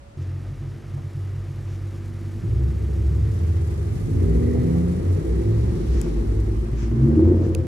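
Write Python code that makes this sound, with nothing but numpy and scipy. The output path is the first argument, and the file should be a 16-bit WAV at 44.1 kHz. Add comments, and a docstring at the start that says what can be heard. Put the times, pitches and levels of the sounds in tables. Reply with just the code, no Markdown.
"""For an instant a quiet concrete garage with a faint hum; then a V8 car with an open exhaust comes in abruptly.
It creeps past at idle and pulls away with a few barks, while a second loud V8 on the right revs in the middle.
Each engine is a train of uneven firing pulses with puffs of gas noise, coloured by its pipe and echoed by the hall,
plus sine tones for the boom. Filtered noise makes the hiss of engine bay and tyres, the scuffs, the spits of rasp
and a hollow knock; two bits of grit snap as short ticks of noise over a small tone."""
import sys
import numpy as np
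from scipy import signal
from scipy.fft import rfft, irfft, next_fast_len
from scipy.io import wavfile
from scipy.ndimage import uniform_filter1d, minimum_filter1d

SR = 44100
rng = np.random.default_rng(int(sys.argv[2]) if len(sys.argv) > 2 else 0)


def store_pcm(level_fs):
    """Save levels as 16-bit WAV."""
    pcm = np.round(np.clip(level_fs, -1, 1) * 32767).astype(np.int16)
    wavfile.write(sys.argv[1], SR, np.atleast_2d(pcm).T)


N = 338231
T = np.arange(N) / SR  # time of every sample in seconds

# The hiss comes from straight ahead, then surrounds the listener as the car draws level.
# Each row: time in seconds, extra level of the side signal in dB.
SURROUND = [(0.17, -18), (3, -19.5), (3.35, -0.5), (4.2, -0.5), (6.3, -1), (6.8, -0.5)]
# The engine bay draws level with the listener.
# One row: time when closest in seconds, level then in dB, seconds from there to half power.
BAY_PASS = (4.38, -57.5, 1.9)


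def amp(db):
    """Turns decibels into a gain."""
    return 10 ** (np.asarray(db) / 20)


def unit(x):
    """Scales a signal to an rms level of 1."""
    return x / np.sqrt(np.mean(x ** 2) + 1e-20)


def curves(rows):
    """Draws straight lines between the rows of a table: one curve for each column after the time."""
    s, *columns = np.transpose(rows)
    return [np.interp(T, s, c) for c in columns]


def read(points, hz):
    """Reads a table of (Hz, value) between its rows, on a log-frequency axis."""
    f, value = np.transpose(points)
    return np.interp(np.log(hz + 1), np.log(f + 1), value)


def colour(x, points):
    """Filters a sound so that each frequency gets the gain in a table of (Hz, dB)."""
    size = next_fast_len(N + 8192)
    gain = amp(read(points, np.fft.rfftfreq(size, 1 / SR)))
    return irfft(rfft(x, size) * gain, size)[..., :N]


def wander(rate_hz):
    """A smooth random curve of rms 1 that moves mostly slower than the given rate."""
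    hz = np.fft.rfftfreq(N // 64, 64 / SR)
    slow = irfft(rfft(rng.standard_normal(N // 64)) / (1 + (hz / rate_hz) ** 4))
    return unit(np.interp(T, np.linspace(0, T[-1], len(slow)), slow))


def swell(s, length):
    """A smooth bump centred on s, both in seconds."""
    return np.cos(np.pi * np.clip((T - s) / length, -.5, .5)) ** 2


def passing(s, closest_db, half_s):
    """Level in dB of a source that rolls by at a steady speed."""
    return closest_db - 10 * np.log10(1 + ((T - s) / half_s) ** 2)


def spread(pair, side_db):
    """A mid and a side signal become left and right: the deep bass is alike in both ears, the treble diffuse."""
    # Each row: frequency in Hz, side against mid in dB before side_db is added.
    width = [(40, -37), (85, -10.5), (170, -14.5), (340, -12), (700, 3), (1500, -1), (6000, -1.5),
             (9000, 5), (12000, 1.5)]
    mid = pair[0]
    side = amp(side_db) * colour(pair[1], width)
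    return np.array([mid + side, mid - side]) / np.sqrt(np.mean(mid ** 2) + 1e-20)


def noise(points, side_db):
    """Stereo noise of a given colour, with its mid signal at rms 1."""
    return spread(colour(rng.standard_normal((2, N)), points), side_db)


def garage(x, direct_db):
    """The direct sound plus dense echoes off concrete that die sooner in the treble, as mid and side."""
    # Each row: frequency in Hz, seconds the echo takes to fall by 60 dB.
    echo_times = [(60, 1.18), (250, 1.47), (1000, 1.4), (4000, 0.38), (12000, 0.21)]
    hz, t, z = signal.stft(rng.standard_normal((2, SR)), SR, nperseg=512)
    fade = amp(-60 * t / read(echo_times, hz)[:, None])
    tail = signal.istft(z * fade, SR, nperseg=512)[1]
    tail /= np.linalg.norm(tail[0])
    tail[0, 0] += amp(direct_db)  # direct sound, against the echoes
    tail[0] /= np.linalg.norm(tail[0])
    return signal.fftconvolve(x[None], tail, axes=1)[:, :N]


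def exhaust(cycle_hz, firings, uneven, rough, puff):
    """One pressure pulse a firing, eight a cycle, each trailed by a dying puff of turbulent gas."""
    turns = 8 * np.cumsum(cycle_hz) / SR  # firings so far
    number = turns.astype(int)
    chance = np.exp(uneven * rng.standard_normal(4096)[number])
    strength = np.take(firings, number % len(firings)) * chance
    pulses = np.diff(number, prepend=0) * strength
    # puff is the fade time as a share of the gap between firings
    gas = strength * np.exp(-(turns % 1) / puff) * rng.standard_normal(N)
    return unit(pulses) + rough * unit(gas)


def pipe(pulses, points, side_db):
    """A pulse train coloured by the exhaust pipe, its mid signal held at a steady level of 1."""
    voice = spread(colour(pulses, points), side_db)
    power = uniform_filter1d(voice.mean(0) ** 2, SR // 6)
    return voice / np.sqrt(abs(power) + 1e-9)


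def drone(hz, orders, levels_db, flutter):
    """Sines at multiples of hz, whose levels flutter at random."""
    phase = 2 * np.pi * np.cumsum(hz) / SR
    total = 0
    for k, db in zip(orders, levels_db):
        level = np.sqrt(2) * amp(db) * (1 + flutter * wander(rate_hz=14))
        total = total + level * np.sin(k * phase + 2 * np.pi * rng.random())
    return total


def still_air():
    """The quiet hall: soft coloured noise and a faint hum that swells and fades."""
    # Each row: frequency in Hz, relative level in dB.
    air_colour = [(25, -21), (65, 10.5), (150, -4.5), (300, -12.5), (600, -18.5), (1500, -25),
                  (4000, -34.5), (9000, -41), (15000, -58)]
    ear_phase = np.array([[0], [np.pi / 2]])  # a quarter turn between the ears
    hum = amp(-51.5) * swell(0.063, 0.39) * np.sin(2 * np.pi * 565 * T + ear_phase)
    return amp(-44.5) * noise(air_colour, side_db=1.5) + hum


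def knock():
    """A short, hollow knock of noise that dies away in the hall."""
    # Each row: frequency in Hz, relative level in dB.
    hollow = [(250, -35), (600, 6), (1000, 1), (1400, -8), (2200, -32), (9000, -55)]
    start_s, level_db, t60_s = 0.97, -49, 0.26  # t60: time to fall by 60 dB
    age = np.maximum(T - start_s, 0)
    rise = np.minimum(age / 0.005, 1)
    return rise * amp(level_db - 60 * age / t60_s) * noise(hollow, side_db=2)


def scuffs():
    """Rubber rubbing on smooth concrete: smooth bumps of coloured noise."""
    # Each row: centre in seconds, level in dB, length in seconds.
    rubs = [(0.223, -59, 0.083), (1.723, -58, 0.2), (6.002, -51, 0.38), (6.823, -49.5, 0.2),
            (7.45, -56, 0.097)]
    # Each row: frequency in Hz, relative level in dB.
    rubber = [(500, 2), (1000, 12), (2500, 9), (4000, 1), (6000, 7), (7800, -2.5), (10000, -22),
              (15000, -22.5)]
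    level = sum(amp(db) * swell(s, length) for s, db, length in rubs)
    return noise(rubber, curves(SURROUND)[0]) * level


def grit():
    """Grit snaps under a tyre: a bright tick of noise over a small, short tone."""
    # Each row: start in seconds, level in dB, pitch of the snap in Hz, relative dB of its lower knock,
    # left minus right in dB, relative dB of the lower crackle.
    snaps = [(6.0150, -23.5, 8400, -15, 6, -9), (7.5495, -25, 6900, -4, -12, -24)]
    # Colour of a snap above the crackle. Each row: multiple of its pitch, relative level in dB.
    snap_colour = [(.72, -3), (1.12, 0), (1.4, -10), (1.9, -30)]
    total = np.zeros((2, N))
    for s, db, hz, thud_db, pan_db, crackle_db in snaps:
        age = np.maximum(T - s, 0)
        points = [(hz * .6, crackle_db)] + [(hz * k, level) for k, level in snap_colour]
        fade = (age > 0) * amp(-60 * age / 0.0038)
        tick = unit(fade * colour(rng.standard_normal(N), points)) * np.sqrt(np.mean(fade ** 2))
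        thud = amp(thud_db - 60 * age / 0.0094) * np.sin(2 * np.pi * 2550 * age)
        total += amp([[db + pan_db / 2], [db - pan_db / 2]]) * (tick + thud)
    return total


def fans():
    """Steady fan noise that follows the passing engine bay only in part and wavers a little."""
    # Each row: frequency in Hz, relative level in dB.
    body = [(290, -12), (500, -8.5), (580, -11), (779, -15), (1090, -18), (1210, -14), (1420, -18.5),
            (1910, -18), (2950, -25.5), (4000, -33), (5200, -57), (8800, -120)]
    bay_db = passing(*BAY_PASS)
    closest_db, follow = -49, 0.36  # follow: dB of change per dB of the engine bay
    level_db = closest_db + follow * (bay_db - bay_db.max()) + 0.8 * wander(rate_hz=20)
    return amp(level_db) * noise(body, curves(SURROUND)[0])


def bay_fizz():
    """The grainy fizz of the engine bay: bright noise with a fast, random flicker in level."""
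    # Each row: frequency in Hz, relative level in dB.
    fizz = [(2000, 3.5), (3200, 3.5), (4500, 7), (7000, 6.5), (9000, 2.5), (12000, 1.5), (15700, -16.5)]
    flicker_db = 1.35 * wander(rate_hz=77) + 0.44 * wander(rate_hz=14.0)
    return amp(passing(*BAY_PASS) + flicker_db) * noise(fizz, curves(SURROUND)[0])


def rolling_tyres():
    """Tyre hiss: a steady low level of noise, plus the rear tyre as it passes close by."""
    # One row: time when closest in seconds, level then in dB, seconds from there to half power.
    rear_tyre = (5.89, -57.5, 0.28)
    # Each row: frequency in Hz, relative level in dB.
    tread_colour = [(1500, -17), (3000, -0.5), (5500, 0), (7500, -10), (10000, -12), (15000, -47)]
    tread = np.hypot(amp(-66), amp(passing(*rear_tyre)))
    return tread * amp(0.77 * wander(rate_hz=31)) * noise(tread_colour, curves(SURROUND)[0])


def rush():
    """All the hiss of the passing car; with the car on the right, it reaches the left ear late."""
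    # Each row: time in seconds, lag of the left ear in milliseconds.
    ear_lag = [(3.6, 0), (3.8, .5), (6.5, .5), (6.7, 0)]
    left, right = fans() + bay_fizz() + rolling_tyres()
    late = np.round(curves(ear_lag)[0] * SR / 1000).astype(int)  # in samples
    return np.array([np.take(left, np.arange(N) - late, mode="clip"), right])


def from_right(pair):
    """Delays the left ear against the right by turning the phase of each frequency."""
    # Each row: frequency in Hz, lag of the left ear in radians.
    phase_lag = [(40, 0.04), (85, 0.12), (170, 0.48), (245, 0.97), (400, 1.24), (900, 2.93)]
    size = next_fast_len(N + 8192)
    lag = read(phase_lag, np.fft.rfftfreq(size, 1 / SR))
    return irfft(rfft(pair, size) * np.exp(.5j * np.array([-lag, lag])), size)[:, :N]


def far_boom(cycle_hz, orders):
    """The second car's boom surges whenever a strong order meets a standing wave of the hall."""
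    # One list per order. Each row: centre in seconds, level in dB, length in seconds.
    surge_lists = [
        [(5.35, -20, 0.41), (5.63, -20.5, 0.38), (5.93, -18, 0.26), (6.42, -23.5, 0.84)],
        [(4.34, -20, 0.34)],
        [(2.61, -21, 0.37), (2.84, -25.5, 0.58), (3.14, -20, 0.62), (4.47, -24.5, 0.48), (4.82, -24, 0.73),
         (5.13, -18.5, 0.3), (5.56, -20, 0.53), (6.53, -26, 0.3)],
        [(3.5, -20, 0.53), (3.8, -25, 0.55), (4.2, -18, 0.27)],
        [(3.25, -29.5, 0.72), (4.63, -25.5, 0.62)],
        [(2.52, -26, 0.6), (4.05, -36, 0.67)],
        [(4.36, -28.5, 0.5), (4.82, -23.5, 0.64)],
    ]
    levels_db = []
    for surges in surge_lists:
        level = sum(amp(db) * swell(s, length) for s, db, length in surges)
        levels_db.append(20 * np.log10(1e-9 + level))
    return drone(cycle_hz, orders, levels_db, flutter=0.12)


def far_note(cycle_hz):
    """With the throttle open, the second car's upper orders sing out as they sweep through standing waves."""
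    # Each row: time in seconds, level of all the upper orders in dB.
    throttle = [(3.7, -20), (4.0, -2), (4.3, 0), (4.8, 0), (5.05, -4), (5.3, 0), (5.65, -1), (5.9, -7),
                (6.35, -4), (6.7, -24)]
    # Each entry: multiple of the cycle rate.
    note_orders = [11, 12, 13, 16, 16, 18, 19, 21, 22, 24, 25, 26, 27, 30, 32]
    # The standing wave each order meets. Each row: level in dB, frequency in Hz, width in Hz.
    waves = [(-35, 231, 8), (-38, 283, 8), (-36, 177, 10), (-27, 244, 8), (-36, 322, 16), (-34, 383, 22),
             (-34.5, 275, 15), (-35, 327, 16), (-38, 452, 14), (-41, 371, 8), (-36.5, 391, 9),
             (-37.5, 400, 13), (-33.5, 404, 20), (-40, 460, 11), (-38.5, 488, 14)]
    throttle_db = curves(throttle)[0]
    levels_db = []
    for k, (db, hz, width) in zip(note_orders, waves):
        off_wave = (k * cycle_hz - hz) / width
        levels_db.append(throttle_db + db - 20 * np.log10(1 + off_wave ** 2))
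    return drone(cycle_hz, note_orders, levels_db, flutter=0.12)


def far_blow(cycle_hz, growl_db, puff_order):
    """Gas hiss of the second car: it grows with the growl and throbs with the lowest strong order."""
    # A flare at the top of the second rev. One row: centre in seconds, level in dB, length in seconds.
    flare = (4.54, -60.5, 0.69)
    # Each row: frequency in Hz, relative level in dB.
    hiss_colour = [(900, -28.5), (1400, -30), (1950, 2), (2300, -7.5), (2900, -21), (4200, -16),
                   (7000, -30), (15000, -51)]
    full_db, full_growl_db, slope = -61, -31.5, 1.36  # hiss at full growl; dB gained per dB of growl
    puffs_db = 1.5 * np.cos(2 * np.pi * puff_order * np.cumsum(cycle_hz) / SR)
    flare_s, flare_db, flare_length = flare
    gas = amp(full_db + slope * (growl_db - full_growl_db))
    gas = gas + amp(flare_db) * swell(flare_s, flare_length)
    return gas * amp(puffs_db) * noise(hiss_colour, side_db=-27)


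def far_car(lull_db):
    """The second V8: its uneven banks put strong tones between the firing harmonics; it revs twice and dies away."""
    # Each row: time in seconds, four-stroke engine cycles per second in Hz.
    speed = [(2.35, 11.2), (2.45, 12), (2.62, 13.8), (2.8, 13.5), (3.3, 13.9), (3.57, 13.55), (3.72, 12.5),
             (3.9, 12.8), (4.15, 14.45), (4.45, 15.2), (4.58, 15.42), (4.75, 15.6), (4.92, 16.05),
             (5.12, 18.4), (5.28, 20.4), (5.5, 21.5), (5.72, 23.6), (5.95, 20.6), (6.15, 19.7),
             (6.55, 20.8), (6.7, 22)]
    # Each row: time in seconds, low rumble in dB, pipe growl in dB.
    effort = [(2.3, -36, -50), (2.55, -30.5, -40.5), (3.2, -30.5, -39), (3.65, -37.5, -40),
              (4.05, -25.5, -40), (4.25, -26.5, -31), (4.7, -22, -33.5), (5.02, -30.5, -32.5),
              (5.4, -29.5, -31.5), (6.1, -33, -35.5), (6.65, -47.5, -43), (6.9, -55.5, -51)]
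    # Strong orders of the boom. Each entry: multiple of the cycle rate.
    orders = [3, 4, 5, 6, 8, 9, 11]
    # Each entry: strength of one of the eight firings in a cycle, uneven as each bank fires irregularly.
    firings = [1.25, 0.18, 2.16, 4.9, 0.11, 1.5, 0.099, 0.099]
    # Each row of the next two: frequency in Hz, relative level in dB.
    rumble_colour = [(28, -34), (42, -20.5), (52, 7), (70, -7), (115, 4), (140, -3.5), (168, 5),
                     (200, -15.5), (260, -22.5), (400, -52.5), (4000, -140)]
    growl_colour = [(130, -36.5), (200, -4), (235, -8.5), (280, -0.5), (305, -5), (335, 3.5), (400, 4.5),
                    (480, -4), (560, -11), (700, -26.5), (1400, -30.5), (2000, -57.5), (3200, -46),
                    (8000, -110)]
    start_s, rise_s = 2.3, 0.13
    cycle_hz = curves(speed)[0] * (1 + .002 * wander(rate_hz=2.943))
    rumble_db, growl_db = curves(effort)
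    pulses = garage(exhaust(cycle_hz, firings, uneven=0.14, rough=0.22, puff=0.39), direct_db=1)
    rumble = amp(rumble_db) * pipe(pulses, rumble_colour, side_db=0.5)
    growl = amp(growl_db) * pipe(pulses, growl_colour, side_db=-4.5)
    bass = amp(lull_db) * (far_boom(cycle_hz, orders) + rumble)
    entry = np.clip((T - start_s) / rise_s, 0, 1)
    blow = far_blow(cycle_hz, growl_db, orders[0])
    return entry * (from_right(bass + growl + far_note(cycle_hz)) + blow)


def spits():
    """Brief flares of rasp from a tailpipe while the engines pull, dying away in the hall."""
    # Each row: start in seconds, level in dB.
    flares = [(4.55, -43), (4.749, -45), (5.418, -70), (5.459, -63), (7.312, -51)]
    # Each row: frequency in Hz, relative level in dB.
    spit_colour = [(300, -29), (550, 5), (750, 10.5), (1050, -6), (1500, -27), (4000, -49)]
    t60_s = 0.36  # time to fall by 60 dB
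    level = 0
    for s, db in flares:
        age = np.maximum(T - s, 0)
        level = level + np.minimum(age / 0.0032, 1) * amp(db - 60 * age / t60_s)
    return level * noise(spit_colour, side_db=0)


def barks():
    """Under load, hard firings ring the tailpipe for a few cycles: short bumps of a sine, echoed by the hall."""
    # Each row: centre in seconds, level before the echo in dB, pitch in Hz, length in seconds.
    rings = [(7.18, -9, 326, 0.027), (7.23, -8, 336, 0.027), (7.28, -16, 356, 0.017),
             (7.317, -7, 337, 0.021), (7.412, -18.5, 317, 0.037), (7.503, -20.5, 323, 0.079),
             (7.587, -23, 336, 0.06)]
    ringing = 0
    for s, db, hz, length in rings:
        ringing = ringing + amp(db) * swell(s, length) * np.sin(2 * np.pi * hz * (T - s))
    mid, side = garage(ringing, direct_db=23)
    return mid + np.array([[1], [-1]]) * amp(-27.0) * side


def near_nook():
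    """A wavering standing wave rings around the parked car and fades as it rolls off."""
    centre_hz, waver_hz, start_db, fade_db_per_s2 = 135.5, 1.49, -35, 2.5
    hz = centre_hz + waver_hz * wander(rate_hz=5.2)
    return drone(hz, (1,), [start_db - fade_db_per_s2 * T ** 2], flutter=0.66)


def near_cavity(pulses):
    """The silencer's cavity rings at two resonances as the car rolls off and as the throttle opens."""
    # Each row: centre in seconds, level in dB, length in seconds.
    swells = [(2.4, -45.5, 2.0), (6.15, -39, 1.3), (7.17, -21.5, 0.75)]
    # Each row: frequency in Hz, relative level in dB.
    resonances = [(100, -72.5), (212, -23), (229, 7), (246, -20), (298, -30), (320, -5), (338, -8),
                  (362, -32), (500, -82), (4000, -140)]
    level = sum(amp(db) * swell(s, length) for s, db, length in swells)
    return level * pipe(pulses, resonances, side_db=-5.0)


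def near_rasp(pulses):
    """The pipe opens up under load and lets out an upper rasp."""
    # Each row: time in seconds, level of the rasp against the growl in dB.
    load = [(6.9, -56), (7.1, -13.5), (7.35, -6.5), (7.67, -8)]
    # Each row: frequency in Hz, relative level in dB.
    rasp_colour = [(180, -39), (232, 0.5), (275, -17.5), (420, 8), (500, 13), (580, -4), (680, -3.5),
                   (850, -21), (1500, -45), (8000, -115)]
    return amp(curves(load)[0]) * pipe(pulses, rasp_colour, side_db=-29.0)


def near_car(lull_db):
    """The passing V8: a boom under lumpy, gassy firings that turn raspy under load."""
    # Each row: time in seconds, firings per second in Hz.
    speed = [(0.17, 45.3), (0.3, 46.5), (0.5, 48.2), (3.9, 48.3), (5.7, 49), (6.5, 51.5), (6.78, 56),
             (6.93, 59), (7.05, 67), (7.16, 78), (7.27, 87), (7.4, 91.5), (7.67, 84)]
    # It idles, swings its tailpipes round, then pulls away.
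    # Each row: time in seconds, low rumble in dB, pipe growl in dB.
    effort = [(0.17, -40.5, -46.5), (2.3, -38.5, -48.5), (3.6, -29.5, -41), (4.4, -37, -43.5),
              (5.0, -33, -39), (5.7, -34.5, -34), (6.8, -27, -35), (7.1, -23.5, -29), (7.29, -24.5, -28),
              (7.67, -27, -34)]
    # Each row: time in seconds, level of the firing tone in dB, level of its octave in dB.
    boom_levels = [(0.17, -48, -32), (0.3, -47, -28.5), (0.52, -39, -36), (0.95, -46, -31), (1.4, -42, -29),
                   (2.4, -44, -29), (3.4, -50, -24), (4.2, -35, -33), (5.1, -42, -32), (5.6, -33, -28),
                   (6.0, -27, -31), (6.2, -22.5, -32), (6.5, -22, -28), (6.82, -23.5, -34.5),
                   (6.93, -27.5, -23.5), (7.07, -20.5, -15.5), (7.15, -17.5, -34), (7.27, -15, -40),
                   (7.5, -20.5, -45), (7.67, -23, -37)]
    # Each entry: strength of one of the eight firings in a cycle, uneven as each bank fires irregularly.
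    firings = [1.52, 0.68, 1.82, 0.11, 1.28, 2.03, 0.37, 1.06]
    # Each row of the next two: frequency in Hz, relative level in dB.
    rumble_colour = [(28, -28), (42, -28), (52, 10.5), (70, -0.5), (115, 11), (140, 8), (162, -11.5),
                     (190, -10), (260, -33.5), (400, -58.5), (4000, -140)]
    growl_colour = [(130, -51), (200, -3.5), (222, 2), (236, -1.5), (258, -6), (298, -3), (333, -2),
                    (385, -3.5), (460, -14.5), (560, -27), (700, -31.5), (1000, -31.5), (2000, -42.5),
                    (8000, -120)]
    firing_hz = curves(speed)[0]
    slowness = firing_hz[0] / firing_hz  # 1 at the first idle speed
    rumble_db, growl_db = curves(effort)
    boom = drone(firing_hz, (1, 2), curves(boom_levels), flutter=0.24 * slowness)
    cycle_hz = firing_hz / len(firings) * (1 + .005 * wander(rate_hz=8))
    rough = 0.65 * slowness ** 0.6  # less gas noise as the engine speeds up
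    pulses = garage(exhaust(cycle_hz, firings, uneven=0.32, rough=rough, puff=0.51), direct_db=3)
    rumble = amp(rumble_db) * pipe(pulses, rumble_colour, side_db=-3.5)
    bass = amp(lull_db) * (boom + rumble + near_nook())
    growl = amp(growl_db) * (pipe(pulses, growl_colour, side_db=0.0) + near_rasp(pulses))
    return bass + near_cavity(pulses) + growl


def engines():
    """Both cars; their bass dips together now and then, and once rises a little."""
    # Each row: centre in seconds, change of level in dB, length in seconds.
    lulls = [(0.414, -4, 0.12), (0.8, -8, 0.16), (1.117, -9, 0.1), (5.8, 1.5, 0.15), (6.692, -8.5, 0.084)]
    lull_db = sum(db * swell(s, length) for s, db, length in lulls)
    return far_car(lull_db) + near_car(lull_db)


def scene():
    """The sound of the cars comes in abruptly and takes the place of the still air of the hall."""
    start_s, rise_s = 0.17, 0.0033
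    entry = np.clip((T - start_s) / rise_s, 0, 1)
    background = (1 - entry) * still_air()
    cars = entry * (rush() + engines())
    return background + knock() + scuffs() + grit() + cars + spits() + barks()


def record(dry):
    """A limiter holds down the highest peaks; then a filter cuts the top of the treble."""
    ceiling_db, edge_hz = -4.5, 15800
    needed = np.minimum(1, amp(ceiling_db) / (abs(dry).max(0) + 1e-9))
    gain = uniform_filter1d(minimum_filter1d(needed, size=900), size=600)
    low_pass = signal.firwin(511, edge_hz, window=("kaiser", 9), fs=SR)
    return signal.oaconvolve(dry * gain, low_pass[None], "same")


dry = scene()
out = record(dry)
store_pcm(out)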